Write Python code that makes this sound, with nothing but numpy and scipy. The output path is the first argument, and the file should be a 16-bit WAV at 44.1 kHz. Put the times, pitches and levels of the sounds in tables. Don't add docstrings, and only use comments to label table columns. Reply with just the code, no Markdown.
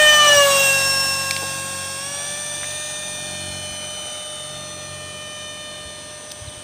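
import sys
import numpy as np
from scipy import signal
from scipy.fft import rfft, irfft, next_fast_len
from scipy.io import wavfile
from scipy.ndimage import uniform_filter1d

SR = 44100
rng = np.random.default_rng(int(sys.argv[2]) if len(sys.argv) > 2 else 0)


def log_audio(samples):
    frames = np.atleast_2d(samples).T
    limited = np.clip(frames, -1, 1)
    pcm = np.round(limited * 32767).astype(np.int16)
    wavfile.write(sys.argv[1], SR, pcm)


N = 292383
TIME = np.arange(N) / SR
FRAME_S = np.arange(N // 128 + 6) * 128 / SR
PASS_S, NEAREST_M, SPEED_M_PER_S = .375, 5.31, 22.28
SOUND_M_PER_S = 343


def amp(db):
    return 10 ** (np.asarray(db) / 20)


def unit(x):
    return x / np.sqrt(np.mean(x ** 2) + 1e-20)


def at(rows, t):
    s, *columns = np.transpose(rows)
    return [np.interp(t, s, c) for c in columns]


def colour(points, hz):
    f, values = np.transpose(points)
    return np.interp(np.log(hz + 1), np.log(f), values)


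def shaped(x, gain):
    size = next_fast_len(len(x), real=True)
    spectrum = rfft(x, size) * gain(np.fft.rfftfreq(size, 1 / SR))
    return irfft(spectrum, size)[:len(x)]


def drift(hz):
    return unit(shaped(rng.standard_normal(N), lambda f: 1 / (1 + (f / hz) ** 4)))


def band(hz, width_hz):
    return unit(shaped(rng.standard_normal(N), lambda f: 1 / (1 + ((f - hz) / width_hz) ** 4)))


def flight(t):
    # (time [s], rate [Hz])
    motor = [(.68, 574.6), (1.969, 576.5), (2.097, 603), (2.384, 630), (2.466, 630.4), (2.626, 631.1),
             (2.69, 640.7), (2.8, 643), (3.03, 643.6), (5.8, 643.4), (6.63, 643)]
    along = SPEED_M_PER_S * (t - PASS_S)
    metres = np.hypot(along, NEAREST_M)
    motor_hz = at(motor, t)[0]
    receding_mach = SPEED_M_PER_S / SOUND_M_PER_S * along / metres
    heard_hz = motor_hz / (1 + receding_mach)
    throttle = (motor_hz - motor_hz.min()) / np.ptp(motor_hz)
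    angle = np.degrees(np.arccos(-along / metres))
    return metres, angle, heard_hz, throttle


def travel(hz, t, metres, fall_db, air_db_per_m_khz=.0095, grazing_m=5.5):
    # (time [s], delay [ms])
    bounce_delay = [(0, 0.81), (.4, 0.83), (1, 0.72), (1.63, 0.83), (2, 0.83), (2.4, 0.82), (2.9, 0.77),
                    (3.8, 0.95), (4.35, 1.042), (5.15, 1.234), (5.88, 1.407), (6.63, 1.53)]
    # (frequency [Hz], strength [0-1])
    grass_bounce = [(100, 0.24), (600, 0.38), (1200, 0.57), (1800, 0.58), (2400, 0.76), (3200, 0.71),
                    (6000, 0.41), (9000, 0.051), (15000, .15)]
    # (frequency [Hz], lag [cycles])
    grass_lag = [(60, .03), (600, 0.27), (1200, 0.53), (1800, 0.65), (2400, 0.92), (3200, 1.09),
                 (5400, 1.19), (9000, 1.04)]
    grazing = np.clip(1 - grazing_m / metres, 0, 1)
    bounce = np.clip(colour(grass_bounce, hz), 0, .95) * grazing
    cycles = hz * at(bounce_delay, t)[0] / 1000 + colour(grass_lag, hz)
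    comb = np.sqrt(1 + 2 * bounce * np.cos(2 * np.pi * cycles) / (1 + bounce ** 2))
    spreading_db = fall_db * np.log2(metres / NEAREST_M)
    absorption_db = air_db_per_m_khz * metres * hz / 1000
    return comb * amp(-spreading_db - absorption_db)


def beam(directions_db, full_db, banked_db):
    beam_deg = [30, 55.4, 98.5, 140.2, 160, 175.2]
    # (start [s], end [s])
    turn_s = [2.87, 3.55]
    _, angle, _, throttle = flight(FRAME_S)
    bank = np.interp(FRAME_S, turn_s, [0, 1])
    return np.interp(angle, beam_deg, directions_db) + throttle * full_db + bank * banked_db


def fan(flutter=0.000402, strong_waver_db=0.64, weak_waver_db=1.5, near_waver_db=0.2754, fall_db=3.95):
    # (shaft order, level in six directions [dB x 6], added at full throttle [dB], added when banked [dB])
    strong_tones = [(1, -9, -17, -14.5, -22.5, -28.5, -31, 4, 0.5),
                    (2, -26.5, -12, -6.5, -30, -24.5, -23, -3.5, -4),
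                    (3, -11.5, -16, -16.5, -18.5, -22.5, -33, 5, 1),
                    (4, -20.5, -23, -32.5, -36.5, -39, -38, 10, 0.5),
                    (5, -4.5, -16, -17, -16, -24.5, -31, 6.5, 4),
                    (10, -21, -25.5, -23, -24, -18, -28, 3.5, 2.5),
                    (15, -39, -41, -41, -22, -30, -21.5, 3.5, -1.5)]
    # (shaft order, angle from the nose [degrees], width [degrees], depth [dB])
    dips = [(1, 52, 19, 11), (2, 81.2, 11.9, 31), (2, 106, 4, 23), (3, 62.3, 8, 6), (3, 126.3, 15, 19),
            (4, 51.5, 3.4, 19), (4, 74.3, 1.8, 18), (5, 32, 4.5, 8), (5, 87, 1.4, 14), (5, 115, 4.3, 25),
            (10, 34.4, 3, 24), (10, 112, 6, 32), (10, 145, 1.9, 15), (10, 169.3, 0.5, 20)]
    # (shaft order, level [dB], added at full throttle [dB], added when banked [dB])
    weak_tones = [(6, -37, 11, 1), (7, -38, 12, -3), (9, -44, 6.5, 0), (11, -41.5, 18, -14),
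                  (12, -42, -12, 4), (13, -46, 4, -4), (14, -35, -5, -4), (16, -47, 7, 5), (20, -42, 7, -3),
                  (25, -44, 3, -6), (26, -41, -4, -6)]
    weak_beam_db = [10, 3, 1.5, 7.5, -0.5, 0.5]
    turns = np.cumsum(flight(TIME)[2] * (1 + flutter * drift(23.0))) / SR
    metres, angle, shaft_hz, _ = flight(FRAME_S)

    def tone(order, db, waver_db):
        frame_gain = amp(db) * travel(order * shaft_hz, FRAME_S, metres, fall_db)
        gain = np.interp(TIME, FRAME_S, frame_gain)
        depth_db = waver_db + near_waver_db * min(order, 10) * NEAREST_M / metres
        flicker_db = np.interp(TIME, FRAME_S, depth_db) * drift(23)
        wave = np.sin(2 * np.pi * (order * turns + rng.random()))
        return np.sqrt(2) * gain * amp(flicker_db) * wave

    out = np.zeros(N)
    for order, *beam_db, full_db, banked_db in strong_tones:
        dip_db = sum(depth * np.exp(-abs((angle - deg) / width))
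                     for k, deg, width, depth in dips if round(k) == round(order))
        out += tone(round(order), beam(beam_db, full_db, banked_db) - dip_db, strong_waver_db)
    for order, db, full_db, banked_db in weak_tones:
        out += tone(round(order), db + beam(weak_beam_db, full_db, banked_db), weak_waver_db)
    return out


def jet(patch_db=.6, gust_db=0.4, fall_db=4.85):
    # (centre [Hz], level in six directions [dB x 6], added at full throttle [dB], added when banked [dB])
    jet_bands = [(348, -37, -37.5, -40, -40, -41.5, -40.5, 5.5, 4),
                 (850, -27, -32, -31.5, -30.5, -32.5, -31, 2, 2.5),
                 (4830, -28, -30, -30.5, -30.5, -28.5, -28.5, 3.5, -1),
                 (13500, -34, -40, -35.5, -31, -29, -32, 1, 2)]
    # (frequency [Hz], density [dB per Hz])
    jet_colour = [(60, -44), (220, -29.5), (400, -28.5), (780, -25), (1000, -30.5), (1400, -29.5),
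                  (2150, -33.5), (3400, -28.5), (4800, -32), (6200, -27), (7400, -29.5), (8700, -27),
                  (10200, -33), (15000, -37)]
    # (shaft order, width [Hz], height [dB])
    humps = [(5.85, 230, 5), (10, 170, 4), (11, 168, 3.5)]
    bin_hz = np.fft.rfftfreq(512, 1 / SR)[:, None]
    metres, _, shaft_hz, throttle = flight(FRAME_S)
    db = colour(jet_colour, bin_hz)
    for (_, *beam_db, full_db, banked_db), pick in zip(jet_bands, np.eye(len(jet_bands))):
        share = colour([(row[0], p) for row, p in zip(jet_bands, pick)], bin_hz)
        db = db + share * beam(beam_db, full_db, banked_db)
    for order, width, hump_db in humps:
        db = db + throttle * hump_db * np.exp(-((bin_hz - order * shaft_hz) / width) ** 2)
    real, imag, patches = rng.standard_normal((3,) + db.shape)
    patches = uniform_filter1d(patches, size=8, axis=0)
    patches = unit(uniform_filter1d(patches, size=20, axis=1))
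    db = db + patch_db * patches + gust_db * np.interp(FRAME_S, TIME, drift(15))
    spectrum = (real + 1j * imag) * amp(db) * travel(bin_hz, FRAME_S, metres, fall_db)
    return signal.istft(spectrum * np.sqrt(1.5 * SR / 512), nperseg=512, noverlap=384)[1][:N]


def field(hum_hz=46.83, waver_db=1.8):
    # (frequency [Hz], density [dB per Hz])
    air_colour = [(20, -87), (40, -85), (70, -74), (130, -73.5), (250, -75.5), (700, -80.5), (1500, -90),
                  (2700, -82.5), (4500, -84), (7500, -91), (10000, -89), (13000, -100), (15500, -100)]
    # (time [s], level [dB])
    hum = [(0, -43), (.4, -40), (1.6, -40), (2.4, -49), (2.85, -49), (3.15, -43), (3.5, -40), (4.2, -53.5),
           (4.55, -46), (4.95, -44), (5.4, -50.5), (6.63, -52.5)]
    # (order, level [dB])
    hum_orders = [(2, -3), (3, -3), (4, -5), (5, -21), (6, -14.5), (7, -13.5), (8, -18.5)]
    air = shaped(rng.standard_normal(N), lambda f: amp(colour(air_colour, f))) * np.sqrt(SR / 2)
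    turns = np.cumsum(hum_hz * (1 + 0.00295 * drift(3.45))) / SR
    throb = sum(amp(db + waver_db * drift(2.3)) * np.sin(2 * np.pi * round(order) * turns)
                for order, db in hum_orders)
    return air + np.sqrt(2) * throb * amp(at(hum, TIME)[0])


def insects(strokes_hz=94.7, high_hz=9250, low_hz=7950, back_db=-5, overtone_db=-23, jitter=.008):
    # (time [s], level [dB])
    rasp = [(0, -35), (2.0, -38), (3.2, -41), (4.5, -43), (5.3, -45.5), (6.63, -43)]
    # (time [s], level [dB])
    shrill = [(0, -50), (1.4, -53), (2.4, -37.5), (3.4, -43.5), (4.48, -40), (4.52, -53), (6.63, -70)]
    stroke = (np.cumsum(strokes_hz * (1 + jitter * drift(30))) / SR) % 1
    pitch = high_hz + (low_hz - high_hz) * stroke + 170 * drift(723)
    swell = np.sin(np.pi * stroke) ** 2
    closing = unit(swell * np.sin(2 * np.pi * np.cumsum(pitch) / SR) * amp(0.7 * drift(150)))
    opening = (1 - swell / 2) * amp(back_db) * band(9430, 360)
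    opening += (1 - swell) * amp(overtone_db) * band(11000, 300)
    rasping = (closing + opening) * amp(at(rasp, TIME)[0])
    hissing = band(8900, 340) * amp(at(shrill, TIME)[0])
    return rasping + hissing


def handling():
    # (time [s], peak [dB], centre [Hz], width [octaves], decay of the burst before filtering [s])
    clicks = [(1.3085, -11, 4040, 0.74, 0.0011), (1.3098, -14.5, 2510, .15, 0.0022),
              (1.310, -4.5, 4500, 0.94, 0.0013), (1.3655, -10, 3500, .6, 0.00058),
              (1.424, -24, 420, 0.81, 0.016), (2.6326, -17.5, 1547, 0.5, 0.00044),
              (2.643, -21, 2000, 0.44, 0.00063), (6.3153, -22, 3810, 0.51, 0.00099),
              (6.3185, -16, 5010, 0.98, 0.0021)]
    # (time [s], peak [dB], frequency [Hz], half length [s])
    bumps = [(0.373, -27, 95, 0.0071), (3.512, -35, 79, 0.013), (3.717, -32, 86.4, 0.0095),
             (4.56, -47, 65, .02), (5.87, -38, 75, .02), (6.424, -30.5, 90.6, 0.00782),
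             (6.457, -35, 119, 0.0054), (6.482, -26.5, 100, 0.0078), (6.579, -34, 100.2, .007)]
    out = np.zeros(N)
    t = np.arange(2048) / SR
    for s, db, hz, octaves, decay in clicks:
        burst = rng.standard_normal(len(t)) * np.exp(-t / decay)
        click = shaped(np.pad(burst, len(t)),
                       lambda f: np.exp(-.5 * (np.log2((f + 1) / hz) / octaves) ** 2))
        part = out[round(s * SR) - len(t):][:len(click)]
        part += (amp(db) * click / abs(click).max())[:len(part)]
    for s, db, hz, length in bumps:
        envelope = np.exp(-np.minimum(((TIME - s) / length) ** 2, 20))
        out += amp(db) * envelope * np.cos(2 * np.pi * hz * (TIME - s))
    return out


def bird():
    # (time [s], length [s], start [Hz], end [Hz], peak [dB])
    chips = [(6.299, 0.028, 3910, 3210, -39), (6.47, 0.031, 4500, 3074, -39),
             (6.517, 0.01345, 2970, 3830, -38)]
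    out = np.zeros(N)
    for s, length, start_hz, end_hz, db in chips:
        hz = np.linspace(start_hz, end_hz, round(length * SR))
        whistle = np.sin(2 * np.pi * np.cumsum(hz) / SR)
        out[round(s * SR):][:len(hz)] += amp(db) * whistle * signal.windows.tukey(len(hz), .5)
    return out


def scene():
    mono = fan() + jet() + field() + insects() + handling() + bird()
    return np.array([mono, mono])


def record(dry, notch_hz=11200, notch_width_hz=750):
    notched = [shaped(x, lambda f: 1 - np.exp(-((f - notch_hz) / notch_width_hz) ** 2)) for x in dry]
    edge = signal.firwin(511, 15310, window=("kaiser", 9), fs=SR)
    return signal.oaconvolve(np.array(notched), edge[None], "same", axes=1)


dry = scene()
out = record(dry)
log_audio(out)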